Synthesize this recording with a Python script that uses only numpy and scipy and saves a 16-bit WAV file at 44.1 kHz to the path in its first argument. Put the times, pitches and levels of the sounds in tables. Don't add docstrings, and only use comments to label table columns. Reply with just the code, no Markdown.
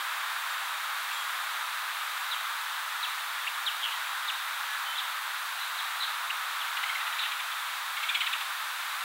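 import sys
import numpy as np
from scipy import signal
from scipy.fft import rfft, irfft
from scipy.io import wavfile
from scipy.ndimage import uniform_filter1d

SR = 44100
rng = np.random.default_rng(int(sys.argv[2]) if len(sys.argv) > 2 else 0)


def inscribe(sig):
    pcm = np.round(np.clip(np.atleast_2d(sig).T, -1, 1) * 32767)
    wavfile.write(sys.argv[1], SR, pcm.astype(np.int16))


N = 398663
TIME, FREQS = np.arange(N) / SR, np.arange(N // 2 + 1) * SR / N

def undb(db):
    return 10 ** (np.asarray(db) / 20)

def noise(points):
    hz, db = np.transpose(points)
    colour = undb(np.interp(np.log(FREQS + 1), np.log(hz), db))
    x = irfft(rfft(rng.standard_normal(N)) * colour, N)
    return x / np.std(x)

def walk(rate):
    k = int(SR / rate)
    steps = np.repeat(rng.standard_normal(N // k + 1), k)
    return 1.36 * uniform_filter1d(uniform_filter1d(steps, k), k)[:N]

def add(track, s, x):
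    i = int(s * SR)
    track[i:i + len(x)] += x

def bump(u, start, end):
    return np.sin(np.pi * np.clip((u - start) / (end - start), 0, 1))

def echo(x, t60_s=0.46):
    t = np.arange(SR // 2) / SR
    tail = rng.standard_normal(len(t)) * np.exp(-np.log(1000) * t / t60_s) * np.minimum(t / 0.0044, 1)
    return signal.fftconvolve(x, tail / np.sqrt(np.sum(tail ** 2)))[:N]

# f/Hz, relative level/dB
WOOD_SPECTRUM = [(120, -90), (200, -63), (567, -23), (848, -7.5), (999, -3.5), (1290, 0.5), (1640, -2),
                 (2110, -6), (2490, -7), (2990, -9), (3730, -5.5), (4160, -11), (5280, -18.5),
                 (12700, -19.5), (15800, -20)]
# t/s, level/dB
ROAR_LEVELS = [(0.0, -35.5), (2.97, -37), (4.91, -36.5), (5.29, -37.5), (7.07, -35.5), (7.58, -37.5),
               (7.93, -37), (9.04, -37.5)]

def wood(treble_gain_db=-35):
    bed = noise(WOOD_SPECTRUM)
    roar = signal.sosfiltfilt(signal.butter(2, 2200, fs=SR, output="sos"), bed)
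    roar_db = np.interp(TIME, *np.transpose(ROAR_LEVELS))
    treble = (bed - roar) * undb(treble_gain_db + 0.17 * walk(2.99))
    return roar / np.std(roar) * undb(roar_db) + treble

def rumble_and_hum(hum_hz=284, hum_start_s=1.17, rise_s=.15, stop_s=2.165):
    gate = np.clip((stop_s - TIME) / 0.009, 0, 1)
    risen = np.clip((TIME - hum_start_s) / rise_s, 0, 1)
    rumble = noise([(100, -44), (160, -36), (330, -8.5), (480, -3.0), (700, 4), (1000, -66)])
    hum = undb(-84.5 + 2.5 * walk(15)) * np.sin(2 * np.pi * hum_hz * TIME)
    return gate * (undb(-72 + 4.5 * risen) * rumble + risen * hum)

def insects(hz=8480, skirt_hz=1400, db=-63):
    band = noise([(hz - skirt_hz, -70), (hz, 0), (hz + skirt_hz, -70)])
    return band * undb(db + .8 * walk(3.2))

# f/Hz, rms level/dB
WHINE_TONES = [(15622, -67)]

def whine():
    return sum(np.sqrt(2) * undb(db) * np.sin(2 * np.pi * hz * TIME + .8 * walk(8))
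               for hz, db in WHINE_TONES)

# f/Hz, relative level/dB
SIDE_SPECTRUM = [(2000, -31), (4400, -55), (8000, -7), (11000, 6.5), (15500, 5.5)]

def side_hiss(db=-57.5):
    return undb(db) * noise([(1000, -90)] + SIDE_SPECTRUM)

def whistle(notes, warble_hz, echo_db, slide_share=1, bend=1, swell=0.7):
    dry, send, flutter, waver = np.zeros(N), np.zeros(N), walk(200), walk(900)
    edge_s, ordinary_db = 0.0013, -32
    for s, length, from_hz, to_hz, db in notes:
        u = np.arange(int(length * SR)) / (length * SR)
        slide = np.minimum(u / slide_share, 1) ** bend
        hz = from_hz + (to_hz - from_hz) * slide + warble_hz * waver[int(s * SR):][:len(u)]
        edges = np.sin(np.pi / 2 * np.clip(np.minimum(u, 1 - u) * length / edge_s, 0, 1)) ** 2
        envelope = undb(db) * edges * np.sin(np.pi * u ** swell) ** .55
        note = envelope * np.sin(2 * np.pi * np.cumsum(hz) / SR)
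        leaves_db = 10.5 * np.clip(np.log2(hz / 3970), -.7, 0)
        distance_db = 0.54 * (ordinary_db - db)
        add(dry, s, note)
        add(send, s, undb(echo_db + leaves_db + distance_db) * note)
    return dry * undb(1.3 * flutter) + echo(send)

# t/s, length/s, f/Hz, level/dB
HELD_NOTES = [(.500, 0.037, 7475, -50), (1.118, .060, 7350, -51.5), (1.124, .160, 3285, -41.5),
              (4.655, .030, 3200, -45), (4.682, 0.12, 1710, -38), (4.857, .079, 3070, -39),
              (8.604, .031, 1290, -30.5)]

def held_whistles():
    notes = [(s, length, hz, hz, db) for s, length, hz, db in HELD_NOTES]
    return whistle(notes, warble_hz=14, echo_db=-5)

# t/s, length/s, from f/Hz, to f/Hz, level/dB
CHIP_NOTES = [(1.108, .02, 2400, 2700, -35), (3.466, 0.021, 1950, 2750, -26),
              (6.299, 0.015, 2190, 2740, -26)]

def nestling_chips():
    return whistle(CHIP_NOTES, warble_hz=170, echo_db=-8, slide_share=.45, bend=.9, swell=.8)

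# t/s, length/s, from f/Hz, to f/Hz, level/dB
CHIRP_NOTES = [(2.313, 0.04, 4250, 2550, -32), (3.027, 0.035, 4270, 2450, -30.5),
               (3.661, .041, 4100, 2360, -27.5), (3.912, 0.033, 3350, 2800, -37),
               (4.279, .033, 4080, 2370, -29.5), (4.954, .026, 3600, 2900, -36),
               (4.978, 0.032, 4100, 2730, -33), (5.569, .028, 2980, 2780, -43),
               (5.607, 0.021, 4150, 3600, -38), (5.775, .046, 4200, 2890, -38.5),
               (6.002, 0.053, 4210, 3090, -32.5), (6.602, .033, 3830, 2450, -34),
               (7.192, 0.0225, 4200, 3410, -32), (7.511, 0.03, 3700, 2920, -37.5)]

def falling_chirps():
    return whistle(CHIRP_NOTES, warble_hz=110, echo_db=-1.5, bend=0.97)

def trill(start_s=3.81, peak_s=3.851, end_s=3.9, rate_hz=110, sweep_hz=950, db=-25.5):
    centre_hz = np.interp(TIME, [start_s, end_s], [3450, 2500])
    swell = np.interp(TIME, [start_s, peak_s, end_s], [0, 1, 0]) ** .8
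    cycle = ((TIME - start_s) * rate_hz + 0.91) % 1
    hz = centre_hz + sweep_hz * (.5 - cycle) + 70 * walk(900)
    envelope = undb(db + 1.5 * walk(150)) * swell * np.sin(np.pi * cycle) ** 1.5
    call = envelope * np.sin(2 * np.pi * np.cumsum(hz) / SR)
    return call + undb(-6) * echo(call)

# t/s, length/s, from f/Hz, to f/Hz, level/dB
SLUR_NOTES = [(6.026, 0.0301, 4106, 3200, -34.5), (7.218, .042, 3336, 2575, -32.5)]

def hoarse_slurs():
    return whistle(SLUR_NOTES, warble_hz=344, echo_db=-1, swell=.6)

# f/Hz, width/Hz, gain/dB
THROAT_BANDS = [(2460, 580, 1), (3290, 860, -1), (3950, 520, -8), (7500, 1400, -22)]

def throat(x):
    gain = sum(undb(db) / (1 + (2 * (FREQS - hz) / width) ** 4) for hz, width, db in THROAT_BANDS)
    return irfft(rfft(x) * gain, N)

# t/s, final f/Hz, rasp level/dB, clear voice level/dB
RATTLE_NOTES = [(6.764, 1072, -28.5, -33), (6.826, 1126, -31, -27.5), (6.886, 1140, -30.5, -29.5),
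                (6.944, 1091, -34, -26), (7.002, 1020, -33, -32), (7.064, 1033, -31, -31),
                (7.122, 990, -30.5, -36), (7.184, 1033, -29.5, -36), (7.249, 996, -32, -31.5),
                (7.312, 1191, -30, -36), (7.397, 1003, -31.5, -41), (7.964, 1110, -31.5, -31),
                (8.027, 1145, -28.5, -30), (8.083, 1264, -26.5, -24), (8.142, 1178, -24, -29),
                (8.201, 1147, -22.5, -29), (8.26, 1032, -26.5, -32), (8.325, 1000, -26, -31),
                (8.406, 990, -31, -40)]

def nestling_rattles(climb=0.239, rough=0.116, ordinary_db=-30):
    voiced, second, shake, flutter = np.zeros(N), np.zeros(N), walk(1200), undb(1.2 * walk(600))
    offsets = 2 * np.pi * rng.random((len(RATTLE_NOTES), 19))
    for (s, hz, rasp_db, clear_db), offset in zip(RATTLE_NOTES, offsets):
        effort_db = rasp_db - ordinary_db
        length = .023 + .0008 * effort_db
        upper_db = clear_db - 4 + 0.86 * effort_db
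        u = np.arange(int(length * SR)) / (length * SR)
        jitter = shake[int(s * SR):][:len(u)]
        f0 = hz * (1 - climb * (1 - u) ** 1.44)
        phase = 2 * np.pi * np.cumsum(f0 * (1 + 0.031 * jitter)) / SR
        half_phase = np.pi * np.cumsum(f0 * (1 + rough * jitter)) / SR
        rasp = sum(np.sin(k * half_phase + offset[k]) for k in range(3, 19)) / 2
        upper = sum(np.sin(k * phase + offset[k]) for k in range(3, 9))
        add(voiced, s, undb(rasp_db) * bump(u, -.01, 0.76) * rasp)
        add(voiced, s, undb(upper_db) * bump(u, 0.14, 0.85) * upper)
        add(second, s, undb(clear_db) * bump(u, 0.38, 1) * np.sin(2 * phase))
    call = throat(voiced * flutter) + second * flutter
    return call + undb(-6.5) * echo(call)

def brighten(x, hz=3750, width_hz=700, db=3):
    return irfft(rfft(x) * undb(db / (1 + (2 * (FREQS - hz) / width_hz) ** 2)), N)

def scene():
    rattles = nestling_rattles()
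    calls = held_whistles() + nestling_chips() + falling_chirps() + trill() + hoarse_slurs()
    mid = wood() + rumble_and_hum() + insects() + whine() + brighten(calls) + rattles
    side = side_hiss()
    return np.array([mid + side, mid - side])

def record(dry, bass_cut_hz=130, top_hz=15760):
    thin = signal.sosfilt(signal.butter(6, bass_cut_hz, "high", fs=SR, output="sos"), dry)
    return signal.sosfilt(signal.ellip(12, .2, 80, top_hz, fs=SR, output="sos"), thin)

dry = scene()
out = record(dry)
inscribe(out)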